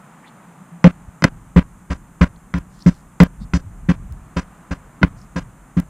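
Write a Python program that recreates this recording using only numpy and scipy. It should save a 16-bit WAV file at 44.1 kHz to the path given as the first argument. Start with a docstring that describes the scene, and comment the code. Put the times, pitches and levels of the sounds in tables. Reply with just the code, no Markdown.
"""Sledgehammer on a tractor tyre

A sledgehammer pounds a tyre lying in an open yard, about three blows a second. Each blow booms in the
hollow of the tyre, slaps the tread and shakes grit loose; the ring holds for a few hundredths of a
second, drops in steps and leaves a low rumble. Harder blows bite faster, and the hardest overload the
microphone. Far traffic hums behind, and a light wind touches the microphone."""
import sys
import numpy as np
from scipy import signal
from scipy.fft import rfft, irfft
from scipy.io import wavfile
from scipy.ndimage import uniform_filter1d

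SR = 44100
rng = np.random.default_rng(int(sys.argv[2]) if len(sys.argv) > 2 else 0)


def wrap_up_sound(samples):
    """Save the sound to the file named by the first command line argument, as 16-bit audio."""
    columns = np.atleast_2d(samples).T
    # keep every value between -1 and 1, then stretch to whole-number steps
    tamed = np.clip(columns, -1, 1)
    steps = np.round(tamed * 32767).astype(np.int16)
    wavfile.write(sys.argv[1], SR, steps)


N = 259749

# tone colours of the background noises: f/Hz, relative level/dB
TRAFFIC_SPECTRUM = [(100, -10), (460, -5), (750, 0), (1200, 0.5), (1800, -7), (2600, -15), (4500, -27.5),
                    (16000, -47.5)]
DRONE_SPECTRUM = [(20, -29), (85, -29), (125, -8.5), (172, 0), (215, -7), (270, -11.5), (340, -18),
                  (500, -31), (2000, -68)]
WIND_SPECTRUM = [(15, -15), (45, 3), (65, -8), (90, -8.5), (130, -6), (200, -16.5), (350, -31),
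                 (1000, -59.5), (4000, -92)]
HISS_SPECTRUM = [(500, -15.5), (4500, -22.5), (6050, -7.5), (6550, 0), (9000, -1), (11500, -9),
                 (15200, -13.5), (15700, -41)]
# how the far traffic swells and fades: t/s, level/dB (before the lift in yard)
TRAFFIC_LEVELS = [(0.0, -50), (0.33, -50.5), (1.67, -55.5), (3.95, -55), (4.54, -51.5), (5.03, -53),
                  (5.89, -54.5)]
# how alike left and right are in the background: f/Hz, likeness from 0 to 1
LIKENESS = [(100, 1), (1500, 1), (3000, 0.98), (5000, .75), (7000, 0.7), (16000, 0.9)]
# puffs of wind on the microphone: peak t/s, half width/s, level/dB
WIND_PUFFS = [(1.38, 0.042, -42.5), (3.43, 0.036, -33.5), (3.75, 0.29, -37.5), (4.1, 0.16, -37),
              (5.44, 0.058, -38)]
# small sharp ticks: t/s, level/dB, left minus right/dB
SHARP_TICKS = [(2.585, -40.5, -11), (3.235, -24, -18.5), (4.124, -46.5, 21), (5.083, -49, 6),
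               (5.8, -34, -21)]
# scratchy rustles between the swings: t/s, length/s, level/dB, centre f/Hz
SCRATCHY_RUSTLES = [(0.227, 0.066, -51, 1990), (0.253, .05, -55.5, 3540), (2.359, 0.0069, -54, 3880),
                    (2.68, 0.37, -58.5, 4800), (2.802, 0.024, -51, 4670), (2.822, .005, -41, 4700),
                    (3.399, 0.053, -55.5, 4330), (5.159, 0.1, -60, 5500), (5.216, 0.0037, -48, 5460)]
# soft low bumps between the blows: t/s, length/s, level/dB, f/Hz
SOFT_BUMPS = [(.595, 0.04, -33.5, 178), (.7, 0.097, -33.5, 170), (1.077, 0.019, -28.5, 80.6),
              (3.41, 0.018, -25.5, 189), (3.652, 0.042, -27, 99), (4.1, 0.043, -26, 72)]
# hard hits of the steel head (t60 is the time to fade by 60 dB):
# t/s, ring level/dB, t60/s, favoured f/Hz, snap level/dB
HARD_HITS = [(0.8419, -9, 0.044, 2080, -18.5), (1.2223, -16.5, 0.024, 1900, -25.5),
             (1.2404, 1.5, 0.022, 2044, -4.5), (2.2146, -15.5, 0.045, 1740, -40),
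             (2.5398, -12.5, .013, 2000, -27), (3.202, -8, 0.037, 2010, -11),
             (3.5359, -15, 0.021, 1390, -24), (5.0300, -2, 0.025, 1400, -21.5)]
# modes (natural tones) of the hammer's head and handle: f/Hz, relative level/dB
HAMMER_MODES = [(580, -1.5), (1000, 4.5), (1440, 3.5), (2050, 2.5), (2500, -3.5), (3020, -8.5), (3700, -17),
                (5150, -23)]
# tone colours of the noises in a blow: f/Hz, relative level/dB
CRACK_SPECTRUM = [(100, -29), (500, 5.5), (1000, -4.5), (1500, 7), (2100, -7.5), (3000, -15), (4200, -11),
                  (5300, -23), (7000, -40), (16000, -54)]
SNAP_SPECTRUM = [(500, -11.5), (2000, 5.5), (3600, -6), (5300, 4), (6800, -9.5), (8500, -17),
                 (11000, -18.5), (16000, -34)]
SLAP_SPECTRUM = [(60, -28.5), (250, -12.5), (500, 2), (780, -3.5), (1050, -4.5), (1600, -1.5), (2200, -5),
                 (3000, -10.5), (4200, -21), (8000, -30), (16000, -47.5)]
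GRIT_SPECTRUM = [(500, -35.5), (2500, -15), (4000, -1), (5700, 4), (7200, -3), (9500, -15), (12000, -35),
                 (16000, -38)]
# low modes of the tyre (air inside, side wall, bounce on the ground): f/Hz, t60/s
TYRE_MODES = [(175.7, 0.33), (272.3, 0.71), (66.4, 1)]
# modes of the tread: f/Hz, relative level/dB
TREAD_MODES = [(380, -0.5), (520, -1), (590, -3), (680, -8.5), (975, 1), (1060, 0.5), (1170, -1),
               (1330, -1), (1430, -4.5), (1605, 1), (2010, -10)]
# hammer blows: t/s, hold/s, force/dB, ground thump/dB, tread slap/dB, grit/dB
HAMMER_BLOWS = [(0.8428, 0.037, 8.5, -10, -15, -42.5), (1.222, 0.032, -11.5, -43, -34, -68),
                (1.2413, .0135, 0.5, -9.5, -15, -37), (1.5604, 0.0367, 2.5, -4, -17, -57),
                (1.9, 0.037, -18.5, -16.5, -26.5, -42.5), (2.209, 0.037, -2, -6, -18, -41.5),
                (2.538, 0.052, -12, -18.5, -30.5, -52), (2.8602, 0.038, 1.6, -13, -24.5, -38),
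                (3.2024, .0365, 6.5, -4, -15, -37), (3.534, 0.043, -8.5, -11.5, -28, -36.5),
                (3.886, 0.0364, -3.5, -16, -22, -44), (4.3626, 0.039, -13.5, -18.5, -23, -38.5),
                (4.707, 0.032, -19, -20, -27.5, -44.5), (5.014, .017, -15, -32, -35.5, -67),
                (5.0296, 0.021, -2, -8, -23, -68), (5.357, 0.041, -15.5, -25, -26, -41.5),
                (5.767, 0.038, -6, -18.5, -30, -51.5)]

HISS_DB, DRONE_DB, CALM_DB = -63, -48.5, -71  # calm is the wind between the puffs
RUSTLE_WIDTH, WIDENING_PER_S = 0.13, 0.99  # a longer rustle covers more pitches
RUMBLE_DB, RUMBLE_RISE_S, RUMBLE_T60_S = -41, 0.05, 1.27
STEP_GAP_S, STEP_FALL_S = 0.034, 0.0074  # time between the ring's two drops, and how long each takes
LOW_DROP_DB, SLAP_DROP_DB, GRIT_DROP_DB = -22.5, -13, -17  # the first drop, for each part of a blow
LAST_DROP_DB = -26.5  # the second drop, the same for all parts
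WALL_DB, WALL_PER_DB = -13.5, 0.64  # the side wall at a force of 0 dB, and its gain per dB of force
USUAL_HOLD_S, SHORT_BLOW_DB = 0.036, 5.5  # half the usual hold rings the wall this much more
SWELL_SHARE, SWELL_HALVING_DB = 0.13, 21  # slap and grit rise over a share of the hold; force halves it


def gain_of(db):
    """Turns decibels into a factor to multiply by."""
    return 10 ** (np.asarray(db) / 20)


def evened(x):
    """Scales a signal to an average strength (rms) of 1."""
    return x / np.sqrt(np.mean(x ** 2) + 1e-20)


def read(points, hz):
    """Looks up a table between its frequencies, with every octave equally wide."""
    f, value = np.transpose(points)
    return np.interp(np.log(hz + 1), np.log(f + 1), value)


def level(curve):
    """Turns a curve in decibels into a factor for every sample."""
    return gain_of(np.interp(np.arange(N) / SR, *np.transpose(curve)))


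def add(mix, s, sound):
    """Mixes a sound in, starting at s seconds."""
    part = mix[max(round(s * SR), 0):][:len(sound)]
    part += sound[:len(part)]


def ramp(t, length):
    """A smooth rise from 0 to 1, starting at t = 0."""
    return np.sin(np.pi / 2 * np.clip(t / length, 0, 1)) ** 2


def arch(length_s):
    """A rounded rise and fall."""
    return signal.windows.cosine(int(np.clip(length_s * SR, 2, SR)))


def flicker(depth_db, size, smoothing):
    """A factor that wobbles at random, smoothed over the given number of samples."""
    return gain_of(depth_db * evened(uniform_filter1d(rng.standard_normal(size), size=smoothing)))


def noise(spectrum, size):
    """Noise of strength 1 with the given tone colour."""
    hz = np.fft.rfftfreq(size, 1 / SR)
    return evened(irfft(rfft(rng.standard_normal(size)) * gain_of(read(spectrum, hz)), size))


def wide_noise(spectrum):
    """Left and right noise, alike in the bass and a little different in the treble."""
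    same = np.clip(read(LIKENESS, np.fft.rfftfreq(N, 1 / SR)), 0, 1)
    mid = irfft(rfft(noise(spectrum, N)) * np.sqrt((1 + same) / 2), N)
    side = irfft(rfft(noise(spectrum, N)) * np.sqrt((1 - same) / 2), N)
    return np.array([mid + side, mid - side])


def wind():
    """Air buffets the microphone with a dull sound: nearly calm, with a few puffs."""
    t = np.arange(N) / SR
    puffs = sum(gain_of(db) * np.exp(-((t - s) / width) ** 2) for s, width, db in WIND_PUFFS)
    return noise(WIND_SPECTRUM, N) * (gain_of(CALM_DB) + puffs)


def yard(traffic_lift_db=1):
    """Far traffic, a separate steady low drone, wind on the microphone and a thin hiss."""
    traffic = wide_noise(TRAFFIC_SPECTRUM) * level(TRAFFIC_LEVELS) * gain_of(traffic_lift_db)
    drone = noise(DRONE_SPECTRUM, N) * gain_of(DRONE_DB)
    hiss = wide_noise(HISS_SPECTRUM) * gain_of([[HISS_DB], [HISS_DB + 2]])  # louder on the right
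    return traffic + drone + wind() + hiss


def ticks(t60=0.0072):
    """Tiny bursts of bright noise, each off to one side."""
    out = np.zeros((2, N))
    t = np.arange(512) / SR
    for s, db, pan_db in SHARP_TICKS:
        tick = rng.standard_normal(len(t)) * gain_of(db - 60 * t / t60)
        add(out[0], s, tick * gain_of(pan_db / 2))
        add(out[1], s, tick * gain_of(-pan_db / 2))
    return out


def rustles(scratch_db=3):
    """Bands of noise swell and fade; a fast flicker makes them scratchy."""
    out = np.zeros(N)
    for s, length, db, hz in SCRATCHY_RUSTLES:
        width = RUSTLE_WIDTH + WIDENING_PER_S * length
        band = [(hz * np.exp(offset * width), band_db)
                for offset, band_db in ((-4, -45), (-1, -6), (0, 0), (1, -6), (4, -45))]
        swell = arch(length)
        scratches = flicker(scratch_db, SR, smoothing=150) * noise(band, SR)
        add(out, s, gain_of(db) * evened(scratches[:len(swell)]) * swell)
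    return out


def bumps():
    """Short low tones that swell and fade softly."""
    out = np.zeros(N)
    for s, length, db, hz in SOFT_BUMPS:
        swell = arch(length)
        t = np.arange(len(swell)) / SR
        add(out, s, gain_of(db) * swell * np.sin(2 * np.pi * hz * t))
    return out


def rumble():
    """A low rumble, as dull as the wind, swells after every blow and fades."""
    loudness = np.zeros(N)
    t = np.arange(SR) / SR
    for s, *_ in HAMMER_BLOWS:
        add(loudness, s, ramp(t, RUMBLE_RISE_S) * gain_of(RUMBLE_DB - 60 * t / RUMBLE_T60_S))
    return noise(WIND_SPECTRUM, N) * loudness


def crack(db, t60, favoured_hz, snap_db, focus_db=5, noise_db=-6, snap_t60=0.011):
    """Head and handle ring with a bright snap; where the head lands decides which modes stand out."""
    t = np.arange(2048) / SR
    tones = np.zeros(len(t))
    for hz, mode_db in HAMMER_MODES:
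        distance = min(abs(np.log2(hz / favoured_hz)) * 2, 1)  # reaches 1 half an octave away
        tones += gain_of(mode_db - focus_db * distance) * np.sin(2 * np.pi * (hz * t + rng.random()))
    rough_tones = evened(tones) + gain_of(noise_db) * noise(CRACK_SPECTRUM, len(t))
    ring = evened(rough_tones) * gain_of(db - 60 * t / t60)
    snap = noise(SNAP_SPECTRUM, len(t)) * gain_of(snap_db - 60 * t / snap_t60)
    return (ring + snap) * ramp(t, 0.0004)


def stepped(t, hold, t60, drop_db, rise):
    """The loudness of a ring: it rises, fades, drops after the hold and soon drops again."""
    first = drop_db * ramp(t - hold + STEP_FALL_S / 2, STEP_FALL_S)
    second = LAST_DROP_DB * ramp(t - hold - STEP_GAP_S + STEP_FALL_S / 2, STEP_FALL_S)
    return ramp(t, rise) * gain_of(first + second - 60 * t / t60)


def grit(t, hold, db, rise, t60=0.9, clump_db=3):
    """Grit is shaken loose and rattles in clumps."""
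    rattle = flicker(clump_db, len(t), smoothing=60) * noise(GRIT_SPECTRUM, len(t))
    return evened(rattle) * gain_of(db) * stepped(t, hold, t60, GRIT_DROP_DB, rise)


def tread_slap(t, hold, db, rise, t60=0.4):
    """The tread slaps and rings; each blow lands on another rib, so the mix of tones changes."""
    tones = np.zeros(len(t))
    for hz, mode_db in TREAD_MODES:
        louder, detune, phase = rng.standard_normal(3)
        pitch_hz = hz * (1 + 0.01 * detune)
        tones += gain_of(mode_db + 2 * louder) * np.sin(2 * np.pi * (pitch_hz * t + phase))
    slap = evened(noise(SLAP_SPECTRUM, len(t)) + evened(tones))
    return slap * gain_of(db) * stepped(t, hold, t60, SLAP_DROP_DB, rise)


def boom(t, hold, force_db, thump_db, contact_s=0.004, sag_hz=104, sag_db=-9, sag_t60=0.11):
    """The air inside booms with the full force, the side wall follows, the tyre bounces and sags."""
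    wall_db = WALL_DB + WALL_PER_DB * force_db + SHORT_BLOW_DB * np.log2(USUAL_HOLD_S / hold)
    # the rubber gives way during the contact, so each mode starts with a dip in pressure
    modes = sum(-gain_of(db) * np.sin(2 * np.pi * hz * t) * stepped(t, hold, t60, LOW_DROP_DB, contact_s)
                for db, (hz, t60) in zip((force_db, wall_db, thump_db), TYRE_MODES))
    sag = gain_of(thump_db + sag_db) * np.sin(2 * np.pi * sag_hz * t)
    return modes + sag * stepped(t, hold, sag_t60, LOW_DROP_DB, contact_s)


def hammer():
    """Every blow booms, slaps and rattles; the steel head adds a crack when it lands hard."""
    out = np.zeros(N)
    t = np.arange(8192) / SR
    for s, hold, force_db, thump_db, slap_db, grit_db in HAMMER_BLOWS:
        rise = SWELL_SHARE * hold * 2 ** (-force_db / SWELL_HALVING_DB)  # soft blows sink in slowly
        add(out, s, boom(t, hold, force_db, thump_db))
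        add(out, s, tread_slap(t, hold, slap_db, rise))
        add(out, s, grit(t, hold, grit_db, rise))
    for s, *hit in HARD_HITS:
        add(out, s, crack(*hit))
    return out


def scene(lag_s=0.000018):
    """The tyre lies a touch to the right in the yard, so its sound reaches the left a moment later."""
    right = hammer()
    delay = np.exp(-2j * np.pi * np.fft.rfftfreq(N, 1 / SR) * lag_s)
    left = irfft(rfft(right) * delay, N)
    return np.array([left, right]) + ticks() + rustles() + bumps() + yard() + rumble()


def record(dry, ceiling=0.95, knee=14, low_cut_hz=9, high_cut_hz=16400):
    """The microphone loses the deepest bass, flattens the loudest peaks and cuts the highest treble."""
    dry = signal.sosfilt(signal.butter(1, low_cut_hz, "high", fs=SR, output="sos"), dry)
    clipped = dry / (1 + abs(dry / ceiling) ** knee) ** (1 / knee)
    treble_cut = signal.firwin(511, high_cut_hz, window=("kaiser", 9), fs=SR)
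    return signal.oaconvolve(clipped, treble_cut[None], "same")


dry = scene()
out = record(dry)
wrap_up_sound(out)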